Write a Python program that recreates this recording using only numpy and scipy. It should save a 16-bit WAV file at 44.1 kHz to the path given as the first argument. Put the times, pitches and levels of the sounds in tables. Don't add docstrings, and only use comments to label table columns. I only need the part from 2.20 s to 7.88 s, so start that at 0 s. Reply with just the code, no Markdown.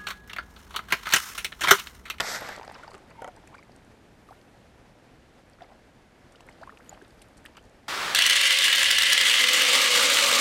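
import sys
import numpy as np
from scipy import signal
from scipy.fft import rfft, irfft, next_fast_len
from scipy.io import wavfile
from scipy.ndimage import uniform_filter1d

SR = 44100
rng = np.random.default_rng(int(sys.argv[2]) if len(sys.argv) > 2 else 0)


def int16_out(signal):
    q = np.round(np.clip(np.atleast_2d(signal).T, -1, 1) * 32767)
    wavfile.write(sys.argv[1], SR, q.astype(np.int16))


N = 250563

# (time [s], bass swish [dB], middle swish [dB], high swish [dB])
SWING = [(0, -27, -23, -40), (.01, -29.5, -27.5, -46), (.021, -38, -36.5, -49), (.03, -41, -38.5, -43),
         (.05, -43, -38.5, -42), (.065, -46, -37, -38), (.094, -43.5, -36.5, -36.5), (.13, -42, -36, -38.5),
         (.162, -42.5, -35, -38.5), (.178, -48, -39, -43.5), (.2, -50, -43.5, -50), (.213, -40, -42.5, -51),
         (.235, -44.5, -42.5, -52.5), (.27, -46, -43.5, -49), (.3, -46, -40.5, -53.5),
         (.335, -45, -45, -53.5), (.36, -51, -45, -58), (.385, -71, -53, -67), (.42, -59, -65, -69),
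         (.47, -66, -58.5, -69), (.6, -75, -59, -65), (.66, -70, -62, -71), (.75, -59, -82, -75),
         (.95, -70, -68, -92)]
# (time [s], level [dB])
SWING_TOP = [(0, -46), (.012, -48), (.025, -56), (.066, -58), (.1, -53), (.14, -50), (.17, -54), (.19, -60),
             (.23, -63), (.28, -66), (.33, -69), (.37, -76), (.42, -82), (.5, -88)]
# (frequency [Hz], relative density [dB per Hz])
SWISH_SPECTRUM = [(70, -13), (200, -11.5), (330, -15), (520, -8.5), (700, -3.5), (1100, -9), (1430, -3.5),
                  (1680, -6.5), (1930, -3), (2200, -9.5), (2450, -15), (2900, -19), (3300, -13),
                  (3620, -11), (4200, -10), (5300, -8), (7100, -14), (7700, -11.5), (8600, -20.5),
                  (10500, -25), (10950, -24), (11400, -13), (15200, -30)]
BASS_SPLIT_HZ, HIGH_SPLIT_HZ, TOP_SPLIT_HZ = 1100, 3400, 9700
WHIRLS_PER_S, WHIRL_SHARE, WHIRL_CYCLES = 430, 0.51, 14
SPRAY_PER_S, SPRAY_SHARE = 830, 0.2

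# (time [s], level of the ring [dB])
BAIL_SNAPS = [(0.0051, -12.5), (0.0074, -20), (.0152, -28)]
# (frequency [Hz], relative level [dB], t60 [s])
BAIL_MODES = [(1440, -0.5, 0.013), (2700, -10, 0.0058), (3250, 3.5, 0.0034), (4800, -4, 0.0067),
              (7850, -5, 0.002)]

# (time [s], peak of the ring [dB], hardness [dB per octave])
REEL_BLOWS = [(1.0172, -45, 3), (1.0199, -28, -1.5), (1.0445, -28.5, 0.7), (1.0766, -30.5, 1.5),
              (1.0847, -37, -2)]
# (frequency [Hz], relative level [dB], t60 [s])
REEL_MODES = [(298, -6, 0.026), (594, 2, 0.042), (410, 1, 0.011), (527, 8, 0.026), (748, 1.5, 0.13),
              (910, -6, 0.11), (1160, 0, 0.027), (1376, 5, 0.032), (1935, -5, 0.031), (2150, -11, 0.045),
              (3080, 2, 0.0085), (5100, -25, .012), (7600, -20, 0.0072)]
REEL_LOOSENESS = 0.025
CRACK_DB = -9
THUD_HZ, THUD_WIDTH_HZ, THUD_DB, THUD_T60_S = 560, 380, -15, 0.09
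# (time [s], rms level [dB])
SPOOL_RUB = [(0.947, -73), (.957, -48), (.97, -57), (.983, -49), (.996, -46), (1.001, -59), (1.012, -51),
             (1.058, -57), (1.068, -41), (1.074, -58), (1.08, -44), (1.093, -50), (1.1, -72)]
RUB_HZ, RUB_WIDTH_HZ = 915, 45
RUB_ROUGH, RUB_WAVER_HZ = 1, 25.2

# (time [s], approximate peak [dB], middle of the pitch rise [Hz], t60 [s])
PLOPS = [(0.2209, -24.5, 670, 0.0055), (0.2875, -36, 1840, .008), (0.2899, -27, 785, 0.0092),
         (0.292, -29, 1580, .008), (0.379, -26.5, 764, 0.0041), (0.397, -30, 810, 0.0058),
         (0.412, -34, 880, 0.017), (0.42, -36, 920, 0.014), (0.43, -37, 940, 0.023),
         (0.4783, -31.5, 694, 0.012), (0.494, -32, 746, 0.0037), (0.4976, -32, 804, 0.006),
         (0.5124, -35, 830, 0.015), (0.526, -45, 2020, 0.0046), (0.5417, -41, 910, 0.012),
         (0.5458, -38.5, 5200, 0.0047), (0.55, -46, 2930, 0.02), (0.561, -37.5, 1020, 0.0096),
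         (0.553, -42, 1590, 0.0077), (0.5937, -44, 1010, 0.045), (0.6108, -43, 855, 0.011),
         (0.634, -36.5, 1440, 0.025), (0.671, -45, 1230, 0.021), (0.6777, -45, 4650, 0.018),
         (0.6781, -36, 875, 0.027), (0.69, -45, 810, .014), (0.7162, -37.5, 1068, 0.01),
         (0.728, -48, 1280, 0.06), (0.744, -37, 1280, 0.0088), (0.748, -41.5, 1250, 0.016),
         (0.78, -44, 1210, 0.011), (0.904, -51, 1968, 0.0073), (1.169, -45.5, 900, 0.031),
         (1.178, -46, 817, 0.0075), (1.229, -50, 720, .01), (1.238, -48, 780, 0.014),
         (1.274, -45, 1760, 0.006), (1.277, -48, 2470, .012), (1.3395, -49, 805, .008),
         (1.3426, -45.5, 2280, 0.011), (1.351, -51, 2230, 0.013), (1.369, -51, 2400, .01),
         (1.382, -44, 2340, 0.02), (1.395, -51, 2270, 0.023), (1.4273, -43, 2100, 0.0065),
         (1.4948, -43.5, 710, 0.012), (1.517, -52, 1950, 0.0069), (3.3861, -52, 1380, .02),
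         (3.408, -44, 1854, 0.0068), (3.421, -49, 3320, 0.0071), (3.432, -58, 4800, .025),
         (3.4432, -50, 2100, .013), (3.4977, -52, 2437, .005), (3.521, -42.5, 750, 0.019),
         (4.1485, -46.5, 1400, 0.013), (4.1567, -44.5, 2970, 0.0098), (4.2062, -44, 2750, 0.0067),
         (4.206, -41, 905, 0.0081), (4.225, -52, 1750, .012), (4.276, -48, 1420, 0.011),
         (4.2878, -35.5, 2050, 0.0064), (4.2905, -44, 950, .012), (4.291, -42, 2000, .008),
         (4.313, -52, 3020, .008), (4.353, -52, 1500, .012), (4.474, -35.5, 1070, 0.025),
         (4.494, -32.5, 1310, 0.01), (4.5, -43.5, 1780, 0.019), (4.523, -42.5, 1200, 0.017),
         (4.528, -48.5, 445, 0.064), (4.5732, -40, 2520, 0.0062), (4.6635, -50, 2928, .004),
         (4.6937, -33, 6890, 0.013), (4.694, -58, 13100, 0.026), (4.7164, -41.5, 790, 0.011),
         (4.7266, -36, 780, 0.024), (4.733, -52, 2900, .008), (4.746, -52, 3030, .01),
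         (4.738, -57, 4500, .02), (4.7482, -45, 2250, 0.003), (4.7756, -38.5, 1060, 0.004),
         (4.8153, -42.5, 1630, 0.016), (4.8213, -42, 386, 0.039), (5.2522, -36.5, 1760, 0.012),
         (5.2602, -27.5, 2630, 0.0019), (5.3691, -44, 1300, 0.018), (5.37, -45, 3020, 0.019),
         (5.378, -43, 1290, 0.0099), (5.392, -54, 3080, .025)]
PLOP_ATTACK_S, ATTACK_BY_SIZE = 0.0013, 0.77
ATTACK_BY_RING = 0.58
PLOP_RISE_OCTAVES, PLOP_SPLASH = 0.15, 0.073
LANDING_SPLASH, LANDING_S = 3, 0.74
BLIP = 2000
# (time [s], length [s], start pitch [Hz], end pitch [Hz],
# level before wetness [dB], power of the pitch glide [1], share of length spent swelling [1])
GULPS = [(.556, .014, 1600, 950, -47, 1.1, .3), (0.732, 0.034, 369, 417, -47, 1.2, 0.66),
         (1.168, 0.0154, 1450, 2050, -56, 1.1, .3), (1.327, .008, 900, 1300, -50, 1.1, .4),
         (1.3442, 0.013, 1090, 1870, -41.5, 1.34, 0.32), (1.387, 0.0099, 890, 1260, -48, 1.1, .3),
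         (1.429, .007, 1750, 2150, -53, 1.2, .3), (2.0882, .012, 1310, 1020, -44, 1.3, .08),
         (2.108, 0.023, 708, 1700, -43, 2.24, 0.12), (3.406, 0.009, 665, 676, -46, 1.1, .3),
         (3.418, 0.0126, 677, 697, -39, 0.97, .55), (4.4124, 0.034, 601, 850, -44, 1.03, .06),
         (4.425, 0.014, 750, 1970, -40.5, 1.06, 0.81), (4.595, 0.015, 680, 2170, -51.5, 0.94, 1)]
GULP_ONSET, GULP_SAG = 0.79, 0.42
GULP_WOBBLE, GULP_WET = 0.05, 0.2
# (time [s], density [bubbles per s])
STIR = [(0, 150), (.5, 330), (1.0, 70), (1.5, 70), (1.8, 15), (2.4, 5), (3.2, 3), (3.45, 60), (3.7, 3),
        (4.05, 5), (4.3, 90), (4.8, 100), (5.3, 70), (5.68, 15)]
STIR_DB, STIR_SPREAD_DB = -57.5, 10

# (time [s], length [s], centre frequency [Hz], rms level over length [dB])
SPATTER = [(0.371, 0.026, 897, -49), (0.438, 0.015, 1180, -46.5), (0.537, 0.027, 1860, -51),
           (0.57, 0.032, 2360, -66), (0.583, 0.027, 1600, -54), (0.694, 0.042, 1300, -62),
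           (0.628, 0.022, 1440, -48.5), (0.658, 0.067, 1100, -66), (0.739, 0.017, 1540, -57),
           (0.765, .013, 1370, -56), (0.905, 0.015, 1370, -51.5), (1.167, 0.024, 1000, -65),
           (1.23, 0.013, 1710, -66), (1.335, 0.02, 1410, -52.5), (3.408, 0.012, 1500, -56.5),
           (3.431, 0.019, 1100, -55), (3.484, 0.049, 785, -58.5), (4.294, 0.018, 803, -58),
           (4.47, 0.021, 1660, -66), (4.572, 0.0085, 2700, -56), (4.846, 0.01, 2880, -60),
           (5.013, 0.011, 2870, -56), (5.259, 0.011, 2400, -51.5), (5.352, 0.0063, 2300, -55),
           (5.368, 0.018, 2060, -52.5)]
SPATTER_SPREAD_OCTAVES = 0.59
# (time [s], peak [dB], centre frequency [Hz])
SLAPS = [(.1615, -27, 1900), (.212, -32, 1900), (.2268, -30, 1300), (.2465, -36, 1600), (.2755, -34, 1200),
         (.2888, -31, 3000), (.319, -35, 2200), (.3973, -43, 2200), (0.413, -44, 2000), (.4308, -41, 1900),
         (.4485, -52, 2300), (.4787, -44, 1900), (.4985, -41, 2200), (.5425, -44, 2600), (.5525, -48, 1700),
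         (.596, -52, 2800), (0.645, -46, 2000), (.7165, -52, 1500), (.743, -36.5, 1700),
         (0.7498, -40.5, 2100), (0.7538, -42, 1600), (1.346, -45, 1600), (1.381, -49, 2000),
         (2.089, -50, 2500), (2.2142, -49, 3000), (3.4073, -50, 1300), (3.4325, -47, 1400),
         (4.415, -51, 2600), (4.475, -55, 1600), (4.691, -48, 1900), (4.717, -50, 1500), (4.777, -53, 1300),
         (5.3495, -50, 2600), (5.3685, -49, 2000), (5.376, -46, 1600)]
SLAP_T60_S, SLAP_WIDTH = 0.0055, 0.9
# (time [s], rms level [dB])
WASH = [(0, -47), (.1, -46), (.2, -51.5), (.3, -52), (.37, -58), (.45, -62), (.47, -68), (.55, -57),
        (.65, -60.5), (.75, -66), (.85, -73), (1.0, -62), (1.4, -72), (1.6, -79), (2.06, -76), (2.11, -62),
        (2.25, -77), (3.36, -73), (3.43, -63), (3.53, -64), (3.62, -73), (4.1, -83), (4.2, -66),
        (4.45, -66), (4.6, -67.5), (4.75, -61), (4.9, -69), (5.3, -66), (5.5, -80)]
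WASH_PER_S, WASH_CYCLES, WASH_TILT_DB = 1200, 7.3, -3

# (time [s], loudest 1 ms rms [dB], centre frequency [Hz], t60 of the puff [s])
TICKS = [(0.207, -46, 11100, 0.016), (0.288, -46, 11300, 0.0093), (0.289, -43, 7000, .005),
         (0.363, -40, 7000, 0.0051), (0.385, -49, 5000, 0.017), (0.4305, -51, 5300, 0.014),
         (0.449, -52, 7934, .009), (0.478, -43, 4500, 0.0073), (0.498, -56, 5197, 0.014),
         (0.5195, -55.5, 10700, 0.03), (0.5458, -66, 6050, .015), (0.5799, -60, 7843, .048),
         (0.633, -57, 8700, 0.042), (0.6783, -53, 5130, .023), (0.7057, -54.5, 6500, .046),
         (0.7134, -67, 10018, .025), (0.7336, -55, 6300, 0.051), (0.7473, -55.5, 8700, 0.034),
         (0.779, -59, 9195, 0.015), (0.9037, -58, 6800, 0.031), (1.164, -50, 6750, 0.0082),
         (1.2296, -59, 4553, .01), (1.2737, -50, 7850, 0.016), (1.3494, -60, 7440, 0.042),
         (1.386, -59, 5500, 0.059), (1.433, -58.5, 6740, 0.013), (1.5188, -58, 5578, 0.009),
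         (1.5622, -53.5, 7700, 0.011), (2.108, -60, 4792, 0.011), (2.213, -61, 5900, 0.0085),
         (3.298, -57, 9550, 0.0018), (3.3335, -57, 5100, 0.016), (3.4207, -56, 4530, .025),
         (4.122, -57, 8250, 0.03), (4.157, -56, 4907, 0.029), (4.2062, -56, 7851, 0.035),
         (4.295, -58, 9285, 0.017), (4.3248, -58, 5600, 0.025), (4.399, -65, 7600, .014),
         (4.415, -57.5, 4800, .035), (4.432, -58, 6300, .019), (4.553, -67, 6200, .012),
         (4.572, -61, 7596, 0.028), (4.5864, -59, 8754, .018), (4.6459, -64, 10000, .02),
         (4.6946, -57, 7140, 0.046), (4.693, -55, 13200, 0.011), (4.731, -62, 8450, .042),
         (4.802, -69, 6800, .025), (4.821, -59, 8219, .023), (4.906, -57, 6200, 0.014),
         (4.9932, -58, 5738, .016), (5.0182, -50, 10000, 0.033), (5.0844, -62, 9205, 0.013),
         (5.133, -65, 9000, .014), (5.1702, -57, 9200, 0.061), (5.1778, -54.5, 7950, 0.018),
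         (5.253, -51.5, 11600, 0.012), (5.2614, -50, 8500, 0.022), (5.3683, -52.5, 7040, .025),
         (5.378, -66, 11500, .014), (5.426, -61, 8100, .014), (5.4519, -61, 7400, .024),
         (5.4954, -62, 8218, .016)]
# (frequency [Hz], nominal width, widened in use [Hz], relative level [dB])
HOUSING = [(3550, 1400, 37), (4650, 480, 26), (6090, 2500, 2.5), (7700, 1000, -10.5), (8780, 220, -10),
           (11100, 370, -19.5), (13700, 1500, -20.5)]
TICK_SPREAD_OCTAVES = 0.27
PATTER_CALM_PER_S = 30
PATTER_SHARE, PATTER_DB, PATTER_T60_S = 0.1, -68, 0.018

# (frequency [Hz], relative density [dB per Hz])
HUSH_SPECTRUM = [(12, -19), (25, 0.5), (62, 2.5), (85, 0.5), (120, 1.5), (175, -1.5), (240, 0.5), (390, -4),
                 (690, -5.5), (1080, -12.5), (1780, -12.5), (2760, -18.5), (4800, -24), (9600, -31.5),
                 (15200, -42.5)]
# (time [s], lift above HUSH_DB [dB])
HUSH_SWELL = [(0, 2.5), (.8, 3), (1.5, 1.6), (2.2, 1.94), (3.5, 1.33), (5, 1.9), (5.68, 1.5)]
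HUSH_DB = -57
# (time [s], rms level [dB])
FIZZ = [(0, -87), (1.9, -89), (2.12, -75.5), (2.35, -86), (2.6, -100), (4.4, -89), (4.58, -79), (4.67, -73),
        (4.75, -86), (4.9, -78), (5.68, -95)]
FIZZ_HZ, FIZZ_WIDTH_HZ = 10000, 13000
CUTOFF_HZ = 15600


def swish():
    bass_db, middle_db, high_db = in_time(SWING, after=-120)
    top_db, = in_time(SWING_TOP, after=-120)
    air = coloured(SWISH_SPECTRUM)
    low = rms_one(split(air, 4, HIGH_SPLIT_HZ, "low")) + WHIRL_SHARE * rms_one(whirls())
    bass = split(low, 3, BASS_SPLIT_HZ, "low")
    middle = split(low, 3, BASS_SPLIT_HZ, "high")
    spray = rng.exponential(1, N) * (rng.random(N) < SPRAY_PER_S / SR)
    crackle = rms_one(uniform_filter1d(spray, size=12))
    bright = split(air * (1 + SPRAY_SHARE * crackle), 4, HIGH_SPLIT_HZ, "high")
    top = split(bright, 4, TOP_SPLIT_HZ, "high")
    high = split(bright, 4, TOP_SPLIT_HZ, "low")
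    flutter_db = 0.89 * drift(340)
    out = rms_one(bass) * from_db(bass_db + 1.0 * drift(36) + flutter_db)
    out += rms_one(middle) * from_db(middle_db + 0.34 * drift(60) + flutter_db)
    out += rms_one(high) * from_db(high_db + 0.55 * drift(90))
    return out + rms_one(top) * from_db(top_db + 0.6 * drift(70))


def whirls():
    kicks = random_kicks(1.4, WHIRLS_PER_S)
    dealt = rng.integers(0, 12, N)
    spectrum_hz, spectrum_db = np.transpose(SWISH_SPECTRUM)
    out = np.zeros(N)
    for k, hz in enumerate(np.geomspace(520, 2300, num=12)):
        ring = resonate(kicks * (dealt == k) + 1e-18, hz, 1.8 * hz / WHIRL_CYCLES)
        out += from_db(np.interp(hz, spectrum_hz, spectrum_db)) * resonate(ring, hz, hz / 2)
    return out


def bail():
    out = np.zeros(N)
    for s, snap_db in BAIL_SNAPS:
        for hz, mode_db, t60 in BAIL_MODES:
            add(out, s, from_db(snap_db + mode_db) * bubble(hz, t60, rise=0, attack=0.0002))
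    return out


def reel():
    out, t = np.zeros(N), np.arange(int(0.1 * SR)) / SR
    hz, mode_db, t60 = np.transpose(REEL_MODES)[:, :, None]
    chance = rng.normal(0, 1, (len(REEL_BLOWS), len(REEL_MODES), 1))
    detune = 1 + REEL_LOOSENESS * rng.normal(0, 1, chance.shape)
    noises = rng.standard_normal((len(REEL_BLOWS), len(t)))
    for (s, peak_db, tilt_db), spread, loose, noise in zip(REEL_BLOWS, chance, detune, noises):
        strength_db = mode_db + tilt_db * np.log2(hz / 1000) + 2.0 * spread
        modes = from_db(strength_db - 60 * t / t60) * np.sin(2 * np.pi * hz * loose * t)
        rings = np.sum(modes, axis=0) * (1 - np.exp(-t / 0.00088))
        rings /= np.abs(rings).max()
        closing = from_db(-1500 * np.maximum(t - 0.014, 0))
        crack = resonate(resonate(resonate(noise, 5200, 8600), 7600, 10000), 5500, 9000)
        crack *= from_db(CRACK_DB - 60 * t / 0.011)
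        rattle = resonate(resonate(noise[::-1], THUD_HZ, THUD_WIDTH_HZ), THUD_HZ, 2 * THUD_WIDTH_HZ)
        thud = rms_one(rattle) * from_db(THUD_DB - 60 * t / THUD_T60_S) * (1 - np.exp(-t / 0.0011))
        add(out, s, from_db(peak_db) * (closing * (rings + thud) + crack))
    return out + spool_rub()


def spool_rub():
    noise = resonate(rng.standard_normal(N), 830, 1600)
    sung = resonate(noise, RUB_HZ, RUB_WIDTH_HZ) + from_db(-13.5) * resonate(noise, 2140, 98)
    tone = np.sin(2 * np.pi * np.cumsum(RUB_HZ + RUB_WAVER_HZ * drift(47)) / SR)
    level_db, = in_time([(0, -120), *SPOOL_RUB], after=-120)
    return rms_one(tone + RUB_ROUGH * rms_one(sung)) * from_db(level_db)


def water():
    return plops() + gulps() + stirring()


def plops():
    out = np.zeros(N)
    for (s, peak_db, hz, t60), noise in zip(PLOPS, rng.standard_normal((len(PLOPS), BLIP))):
        size = 1000 / hz
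        splash = rms_one(resonate(resonate(noise, 1.9 * hz, 0.74 * hz), 1.7 * hz, 2.0 * hz))
        splash *= PLOP_SPLASH * size * (1 + LANDING_SPLASH * np.exp(-s / LANDING_S))
        attack = PLOP_ATTACK_S * size ** ATTACK_BY_SIZE * (hz * t60 / 12) ** ATTACK_BY_RING
        add(out, s, from_db(peak_db) * bubble(hz, t60, PLOP_RISE_OCTAVES * size, attack, splash))
    return out


def gulps():
    out, wobble, wet = np.zeros(N), drift(160), drift(280)
    for s, length, start_hz, end_hz, peak_db, lateness, swelling in GULPS:
        u = np.linspace(0, 1, int(length * SR))
        now = slice(int(s * SR), int(s * SR) + len(u))
        hz = (1 + GULP_WOBBLE * wobble[now]) * start_hz * (end_hz / start_hz) ** (u ** lateness)
        swell = np.interp(u, [0, np.clip(swelling, 0.05, 0.95), 1], [GULP_ONSET, 1, GULP_SAG])
        swell *= np.minimum(1, 43.0 * u) * np.minimum(1, 33.0 * (1 - u))
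        tone = np.sin(2 * np.pi * np.cumsum(hz) / SR)
        add(out, s, from_db(peak_db) * (1 + GULP_WET * wet[now]) * swell * tone)
    return out


def stirring():
    out = np.zeros(N)
    for s, pitch, size in stirred(count=2000, share=0.97):
        hz = 450 * 2 ** (2.6 * pitch)
        level_db = STIR_DB + STIR_SPREAD_DB * size - 8.0 * pitch
        add(out, s, from_db(level_db) * bubble(hz, 14.7 / hz, rise=0.34, attack=0.00046))
    return out


def spatter():
    out = np.zeros(N)
    when, pitch = rng.random((len(SPATTER), 14)), rng.standard_normal((len(SPATTER), 14))
    for (s, length, centre_hz, level_db), delays, octaves in zip(SPATTER, when, pitch):
        swarm = np.zeros(int((length + 0.06) * SR))
        pitches_hz = centre_hz * 2 ** (SPATTER_SPREAD_OCTAVES * np.clip(octaves, -2, 2))
        for delay, hz in zip(delays, pitches_hz):
            strength = (hz / centre_hz) ** -0.6
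            add(swarm, length * delay ** 1.3, strength * bubble(hz, 21.0 / hz, rise=0.31, attack=0.00096))
        add(out, s, from_db(level_db) * swarm / np.sqrt(np.sum(swarm ** 2) / (length * SR)))
    return out


def slaps():
    out, t = np.zeros(N), np.arange(500) / SR
    for (s, peak_db, hz), noise in zip(SLAPS, rng.standard_normal((len(SLAPS), len(t)))):
        puff = noise * from_db(-60 * t / SLAP_T60_S)
        slap = resonate(resonate(puff, hz, SLAP_WIDTH * hz), hz, 2 * hz)
        add(out, s, from_db(peak_db) * slap / np.abs(slap).max())
    return out


def wash():
    kicks = random_kicks(3.1, WASH_PER_S * from_db(3.0 * drift(25)))
    dealt = rng.integers(0, 14, N)
    grains = np.zeros(N)
    for k, hz in enumerate(np.geomspace(480, 5000, num=14)):
        ring = resonate(resonate(kicks * (dealt == k) + 1e-18, hz, hz / WASH_CYCLES), hz, hz / 2)
        grains += from_db(WASH_TILT_DB * np.log2(hz / 1000)) * rms_one(ring)
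    return rms_one(grains) * from_db(in_time(WASH, after=-120)[0])


def ticks():
    out, t = np.zeros(N), np.arange(int(0.05 * SR)) / SR
    patter = [(s, PATTER_DB + 9.1 * size, 4500 * 2 ** (1.2 * pitch), PATTER_T60_S)
              for s, pitch, size in stirred(count=400, share=PATTER_SHARE, calm=PATTER_CALM_PER_S)]
    hits = TICKS + patter
    for (s, level_db, centre_hz, t60), noise in zip(hits, rng.standard_normal((len(hits), len(t)))):
        puff = noise * from_db(-60 * t / t60)
        tick = np.zeros(len(t))
        for hz, width_hz, mode_db in HOUSING:
            nearness = np.exp(-0.5 * (np.log2(hz / centre_hz) / TICK_SPREAD_OCTAVES) ** 2)
            ring = resonate(resonate(puff, hz, 1.7 * width_hz), hz, 1.7 * width_hz)
            tick += from_db(mode_db) * nearness * ring
        loudest = np.sqrt(uniform_filter1d(tick ** 2, size=44).max())
        add(out, s, from_db(level_db) * tick / loudest)
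    return out


def hush():
    noise = rng.standard_normal(N)
    fizz = rms_one(resonate(resonate(noise, FIZZ_HZ, FIZZ_WIDTH_HZ), FIZZ_HZ, FIZZ_WIDTH_HZ))
    distance = coloured(HUSH_SPECTRUM) * from_db(HUSH_DB + in_time(HUSH_SWELL)[0] + 0.78 * drift(11.0))
    return distance + fizz * from_db(in_time(FIZZ)[0] + 2.3 * drift(60))


def bubble(hz, t60, rise, attack, splash=0):
    t = np.arange(BLIP) / SR
    attack = max(attack, 2e-4)
    climb = np.minimum(t / (attack + 0.25 * t60), 1) - 0.5
    phase = 2 * np.pi * np.cumsum(hz * 2 ** (rise * climb)) / SR
    shape = np.sin(np.pi / 2 * np.minimum(t / attack, 1))
    shape *= from_db(-60 * np.maximum(t - attack, 0) / t60)
    return shape * np.sin(phase) + splash * shape ** 0.67


def stirred(count, share, calm=0):
    draws, per_s = rng.random((count, 4)), in_time(STIR)[0]
    moments = []
    for when, keep, a, b in draws:
        if keep * count * SR / N < share * (per_s[int(when * N)] - calm):
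            moments.append((when * N / SR, a, b))
    return moments


def random_kicks(spread_db, per_s):
    strength = from_db(spread_db * np.minimum(rng.exponential(1, N), 4))
    return strength * rng.choice([-1, 1], N) * (rng.random(N) < per_s / SR)


def resonate(x, hz, width_hz):
    r = np.exp(-np.pi * width_hz / SR)
    poles = [1, -2 * r * np.cos(2 * np.pi * hz / SR), r * r]
    return signal.lfilter([(1 - r * r) / 2, 0, (r * r - 1) / 2], poles, x)


def split(x, order, hz, side):
    return signal.sosfilt(signal.butter(order, hz, side, fs=SR, output="sos"), x)


def coloured(spectrum):
    hz, level_db = np.transpose(spectrum)
    size = next_fast_len(N)
    log_hz = np.log(np.maximum(np.arange(size // 2 + 1) * SR / size, 1))
    shape = from_db(np.interp(log_hz, np.log(hz), level_db))
    return rms_one(irfft(rfft(rng.standard_normal(size)) * shape, size)[:N])


def drift(rate):
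    r = np.exp(-2 * np.pi * rate / SR)
    noise = rng.standard_normal(N + SR)
    return rms_one(signal.lfilter([1], [1, -2 * r, r * r], noise)[SR:])


def in_time(rows, after=None):
    s, *columns = np.transpose(rows)
    return [np.interp(np.arange(N) / SR, s, c, right=after) for c in columns]


def add(out, s, sound):
    i = max(round(s * SR), 0)
    out[i:i + len(sound)] += sound[:N - i]


def from_db(db):
    return 10 ** (np.asarray(db) / 20)


def rms_one(x):
    return x / np.sqrt(np.mean(x ** 2) + 1e-20)


def scene():
    bank = swish() + bail() + reel()
    surface = water() + spatter() + slaps() + wash() + ticks()
    return np.tile(bank + surface + hush(), (2, 1))


def record(dry):
    return signal.sosfilt(signal.cheby2(12, 60, CUTOFF_HZ, fs=SR, output="sos"), dry)


dry = scene()
out = record(dry)
int16_out(out)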